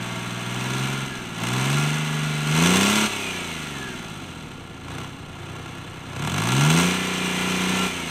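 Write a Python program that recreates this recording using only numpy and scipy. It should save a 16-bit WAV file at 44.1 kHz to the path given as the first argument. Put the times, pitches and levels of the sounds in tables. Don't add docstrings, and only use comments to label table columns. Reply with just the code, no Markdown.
import sys
import numpy as np
from scipy import signal
from scipy.fft import rfft, irfft
from scipy.io import wavfile
from scipy.ndimage import uniform_filter1d

SR = 44100
rng = np.random.default_rng(int(sys.argv[2]) if len(sys.argv) > 2 else 0)


def log_audio(samples):
    frames = np.atleast_2d(samples).T
    limited = np.clip(frames, -1, 1)
    pcm = np.round(limited * 32767).astype(np.int16)
    wavfile.write(sys.argv[1], SR, pcm)


N = 357198
TIME = np.arange(N) / SR
FREQ = np.arange(N // 2 + 1) * SR / N
SLOW_IDLE_HZ, FAST_IDLE_HZ, HIGH_SPEED_HZ = 11, 20, 30.6

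# t/s, f/Hz
CRANK_SPEED = [(0, 19.8), (.45, 20), (.92, 22.6), (1.08, 22.2), (1.33, 18), (1.78, 24.4), (1.98, 25.5),
               (2.5, 24.95), (2.7, 30.2), (2.94, 35.5), (3.08, 35.7), (3.3, 31), (3.65, 24.7), (4, 19),
               (4.3, 14.6), (4.64, 9.85), (4.89, 9.4), (5.07, 11.5), (5.3, 9.6), (5.75, 10.8), (6.16, 10.3),
               (6.5, 20.8), (6.8, 29.1), (6.95, 30.8), (7.33, 30.35), (7.87, 31.05), (8.1, 26.6)]
# start/s, opening/s, hold/s, easing/s, share of full fuel/0-1
THROTTLE_PUSHES = [(0.404, 0.29, 0.14, 0.19, 0.34), (1.35, 0.089, 0.32, 0.29, 0.62),
                   (2.42, 0.2, 0.094, 0.72, 0.98), (4.84, 0.047, .11, 0.092, .75),
                   (5.32, 0.19, 0.13, 0.2, 0.18), (6.06, .17, 0.57, 0.2, 0.93), (7.1, 1, .2, .1, 0.4)]
# start/s, hold/s, recovery/s, depth/0-1
FUEL_CUTS = [(1.043, 0.25, 0.081, 0.61), (3.055, 1.13, 0.93, 0.8), (5.08, 0.1, .2, 0.46),
             (7.863, 0.19, .1, 0.75)]
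# crank angle/turns, knock level/dB
CYLINDER_KNOCKS = [(0.069, -17), (.21, -5), (0.402, -19), (.55, -6), (0.728, -25.5), (.88, -5)]
# cycles/turn, slow idle/dB, fast idle/dB, high speed/dB,
# boost at full fuel/dB, coasting/dB
EXHAUST_NOTES = [(3, -52, -49, -38, 9.5, -35.5), (6, -48, -28, -27, 10, -40), (9, -36, -35, -36, 7, -43),
                 (12, -39, -45.5, -44, 11, -43.5), (15, -45, -46, -40.5, 10.5, -50)]
# cycles/turn, fast idle/dB, high speed/dB
WEAK_NOTES = [(4, -64, -39.5), (5, -52, -44), (7, -53, -46), (8, -51.5, -41.5), (10, -43.5, -44),
              (11, -47.5, -42), (13, -51.5, -40.5), (14, -51, -51), (16, -53, -43), (17, -52, -33.5),
              (18, -50, -48), (19, -50.5, -42), (21, -48, -42)]
# f/Hz, level/dB
PIPE_GAIN = [(60, -9.5), (90, -8.5), (115, -9), (152, 0.5), (185, -3), (215, -3), (258, 0), (285, -4.5),
             (320, -4), (365, -2.5), (395, -0.5), (470, -10.5), (560, -18)]
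# f/Hz, width/Hz, level/dB
PIPE_RESONANCES = [(92, 37, 0), (157, 21, -2), (268, 29, 4), (338, 33, 1.5), (466, 89, -5.5)]
# f/Hz, width/Hz, level/dB
BLOCK_RESONANCES = [(417, 167, -3.5), (667, 120, -8.5), (761, 123, -8), (929, 126, -7), (1100, 118, -7.5),
                    (1256, 130, -7.5), (1387.5, 91, -1.24), (1687, 97, -5.5), (2100, 460, -4),
                    (2306, 17, -7), (2554, 123, -4), (2825, 260, -2.5), (3080, 79, -1.5), (3433, 287, -4),
                    (3950, 170, -6.5), (4165, 63, -6.5), (4570, 350, -14), (5400, 3500, -19),
                    (6175, 500, -13), (6970, 240, -22), (7500, 290, -19), (8000, 130, -23),
                    (8250, 400, -14.5), (8830, 1200, -21.5), (11570, 1360, -28), (13140, 811, -29.5),
                    (14593, 4290, -38)]
# f/Hz, width/Hz, level/dB
BARK_RESONANCES = [(760, 155, -6.5), (960, 140, -2), (1113, 170, 0.5)]
# f/Hz, width/Hz, level/dB
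PAN_RESONANCES = [(242, 51, 2.5), (384, 51, 0.5)]
# f/Hz, width/Hz, level/dB
CASE_RESONANCES = [(727, 230, -14.5), (1360, 70, -6), (1670, 115, -3), (2020, 230, -11), (2470, 240, 0),
                   (2800, 120, -16)]
# cycles/turn, level/dB
GEAR_NOTES = [(25, -11), (27, -9), (29, -8), (31, -5.5), (33, 1), (38, -1), (41, -5.5), (44, -5.5), (47, 0),
              (57, 0.5), (63, -4.5), (66, -0.5), (70, -9), (81, -4.5), (92, -0.5), (104, -3), (106, -4)]
PART_LEVELS = {"iron": (-37.5, 6.5, 7.5, -4.5), "bark": (-47, 4.5, 13, -9), "covers": (-37.5, 9, 7.5, -3.5),
               "injectors": (-43.5, 10.5, 10, -3.5), "gears": (-42, 9.5, 1, -6.5),
               "crank gear": (-37.5, 4, -3, 1)}


def exhaust_drone(turn, hz, load, coast, waver_db=1.0, rough_db=2.5):
    speeds = [SLOW_IDLE_HZ, FAST_IDLE_HZ, HIGH_SPEED_HZ]
    notes = []
    for cycles, *speed_db, load_db, coast_db in EXHAUST_NOTES:
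        notes.append((cycles, np.interp(hz, speeds, speed_db) + load_db * load, coast_db, waver_db))
    for cycles, fast_db, high_db in WEAK_NOTES:
        firing_db = np.interp(hz, speeds, [fast_db - 4, fast_db, high_db]) + 4 * load
        notes.append((cycles, firing_db, -51, rough_db))
    pipe_hz, pipe_db = np.transpose(PIPE_GAIN)
    drone = 0
    for cycles, firing_db, coast_db, wobble_db in notes:
        db = (1 - coast) * firing_db + coast * coast_db
        db += np.interp(np.log(cycles * hz), np.log(pipe_hz), pipe_db)
        gain = np.sqrt(2) * undb(db + wobble_db * wander(35))
        drone += gain * np.sin(2 * np.pi * (cycles * turn + rng.random()))
    return band(drone, 60, 1900)


def exhaust_chuff(turn, hz, load):
    sizes = undb(np.array(CYLINDER_KNOCKS)[:, 1] / 4)
    puffs = blows(turn, np.arange(6) / 6, sizes, jitter_s=0.00056, scatter_db=2.0)
    swirl = steady(fade(np.abs(puffs), 0.06) * rng.standard_normal(N))
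    boom = ring(steady(puffs) + undb(-0.5) * swirl, resonator(PIPE_RESONANCES))
    db = np.interp(hz, [12, 21], [-44, -49]) + 16 * load * np.minimum(hz / 27, 1)
    return steady(band(boom, 78, 1230, order=3)) * undb(db)


def machinery(turn, hz, load, coast):
    block = resonator(BLOCK_RESONANCES)
    hits, bursts = knock(turn, load)
    contacts = steady(rattle(turn, hz, load + coast) + undb(-8 + 10 * load) * thud(hits))
    knocks = sizzle(bursts, load, hz, hiss=1.0, loaded_hiss=0.5)
    ticks = sizzle(bursts, load, hz, hiss=0.54, loaded_hiss=0.14)
    rocking = np.clip(.5 * load + coast + np.interp(hz, [11, 19], [1, 0]), 0, 1.3)
    pan = steady(ring(contacts + rocking * knocks, resonator(PAN_RESONANCES)))
    iron = steady(band(ring(contacts + undb(-16 + 5.4 * load) * knocks, block), 531, 1870))
    parts = {
        "iron": iron + pan * undb(-12 + 6 * rocking),
        "bark": steady(ring(knocks, resonator(BARK_RESONANCES))),
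        "covers": steady(band(ring(contacts + undb(1) * knocks, block), 2020, 4510, order=6)),
        "injectors": steady(band(ring(ticks + undb(-12) * contacts, block), 5110, 16400, order=6)),
        "gears": gear_whine(turn, block),
        "crank gear": crank_gear(turn),
    }
    mix = 0
    for part, sound in parts.items():
        idle_db, speed_db, load_db, coast_db = PART_LEVELS[part]
        db = idle_db + speed_db * np.log2(hz / FAST_IDLE_HZ) + load_db * load + coast_db * coast
        mix += sound * undb(db)
    return mix


def knock(turn, load, decay_s=0.0032, rise_s=0.004):
    angles, db = np.transpose(CYLINDER_KNOCKS)
    hits = blows(turn, angles, undb(db), jitter_s=.00012, scatter_db=2.5)
    clacks = blows(turn, angles + 0.23, undb(db), jitter_s=0.00045, scatter_db=2.5)
    bursts = fade(hits + 0.72 * (1 - load) * clacks, decay_s)
    return hits, steady(smooth(bursts, rise_s))


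def sizzle(bursts, load, hz, hiss, loaded_hiss, grit_db=0.87):
    between = (1 - load) * (hiss + np.interp(hz, [11, 18], [0.95, 0])) + load * loaded_hiss
    return steady((bursts + between) * undb(grit_db * wander(900)) * rng.standard_normal(N))


def thud(hits, decay_s=0.0075):
    t = TIME[:SR // 10]
    paths = rng.standard_normal(len(t)) * np.exp(-t / decay_s)
    return steady(signal.fftconvolve(hits, paths)[:N])


def rattle(turn, hz, slack, count=190):
    angles = np.arange(count) / count
    sizes = irfft(np.exp(2j * np.pi * rng.random(count // 2 + 1)), count)
    tight = steady(blows(turn, angles, sizes, jitter_s=.00003, scatter_db=1.2))
    loose = steady(blows(turn, angles, sizes, jitter_s=0.00016, scatter_db=3.0))
    slap_db = np.interp(hz, [11, 22], [1.9, 1.1]) * np.cos(2 * np.pi * (turn - .4))
    return steady(((1 - 0.5 * slack) * tight + 0.7 * slack * loose) * undb(slap_db))


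def crank_gear(turn, teeth=78, play=.5, flutter_db=2.5):
    jolts = .8 * np.sin(2 * np.pi * 3 * turn)
    gain = np.sqrt(2) * undb(flutter_db * wander(60))
    tone = np.sin(2 * np.pi * teeth * turn + jolts + play * wander(110))
    return ring(gain * tone, resonator(CASE_RESONANCES))


def gear_whine(turn, block, play=0.52, flutter_db=3.5):
    tones = 0
    for cycles, db in GEAR_NOTES:
        gain = undb(db + flutter_db * wander(24))
        tones += gain * np.sin(2 * np.pi * cycles * turn + play * wander(90))
    return unit(band(ring(tones, block), 560, 6300))


def yard_echo(x, echo_db=-21, die_away_s=0.46):
    t = TIME[:SR // 2]
    tail = band(rng.standard_normal(len(t)), 300, 3200, order=1)
    tail *= undb(-60 * t / die_away_s) * (t > .008)
    return x + undb(echo_db) * signal.fftconvolve(x, tail / np.sqrt(np.sum(tail ** 2)))[:N]


def breeze(db=-54):
    return unit(band(rng.standard_normal(N), 16, 55, order=2)) * undb(db + 1.4 * wander(4.2))


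def fuel(shut_s=0.03):
    cuts = sum(depth * swell(start, shut_s, hold, back) for start, hold, back, depth in FUEL_CUTS)
    pushes = sum(share * swell(*timing) for *timing, share in THROTTLE_PUSHES)
    coast = np.clip(cuts, 0, 1)
    return np.clip(pushes, 0, 1) * (1 - coast), coast


def blows(turn, angles, sizes, jitter_s, scatter_db):
    due_turns = (np.arange(int(turn[-1]) + 1)[:, None] + angles).ravel()
    chance = rng.standard_normal((len(due_turns), 2))
    times = np.interp(due_turns, turn, TIME, right=2 * TIME[-1]) + jitter_s * chance[:, 0]
    at = np.round(times * SR).astype(int)
    size = np.resize(sizes, len(due_turns)) * undb(scatter_db * chance[:, 1])
    heard = (at >= 0) & (at < N)
    return np.bincount(at[heard], size[heard], N)


def resonator(modes):
    power = sum(undb(db) ** 2 / (1 + 2 * ((FREQ - hz) / width) ** 2) ** 2 for hz, width, db in modes)
    cepstrum = irfft(np.log(power + 1e-9) / 2, N)
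    cepstrum[1:N // 2] *= 2
    cepstrum[N // 2 + 1:] = 0
    return np.exp(rfft(cepstrum))


def ring(x, response):
    return irfft(rfft(x) * response, N)


def band(x, lo_hz, hi_hz, order=4):
    sos = signal.butter(order, [lo_hz, min(hi_hz, .48 * SR)], "band", fs=SR, output="sos")
    return signal.sosfilt(sos, x)


def fade(x, seconds):
    return signal.lfilter([1], [1, -np.exp(-1 / (seconds * SR))], x)


def swell(start, rise_s, hold_s, fall_s):
    return np.interp(TIME, start + np.cumsum([0, rise_s, hold_s, fall_s]), [0, 1, 1, 0])


def wander(rate):
    size = int(SR / rate)
    steps = np.repeat(rng.standard_normal(N // size + 1), size)[:N]
    return unit(smooth(steps, 1 / rate))


def smooth(x, seconds):
    size = max(int(seconds * SR), 1)
    return uniform_filter1d(uniform_filter1d(x, size), size)


def steady(x):
    return x / np.sqrt(smooth(x ** 2, .1) + 1e-18)


def unit(x):
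    return x / np.sqrt(np.mean(x ** 2))


def undb(db):
    return 10 ** (np.asarray(db) / 20)


def scene():
    hz = smooth(np.interp(TIME, *np.transpose(CRANK_SPEED)), .05)
    load, coast = fuel()
    turn = np.cumsum(hz * (1 + .0012 * wander(25))) / SR
    gas_turn = turn - .0085 * hz
    exhaust = exhaust_drone(gas_turn, hz, load, coast) + exhaust_chuff(gas_turn, hz, load)
    return (exhaust + yard_echo(machinery(turn, hz, load, coast)) + breeze())[None]


def record(dry, top_hz=15600):
    return signal.sosfilt(signal.ellip(10, .2, 70, top_hz, fs=SR, output="sos"), dry)


dry = scene()
out = record(dry)
log_audio(out)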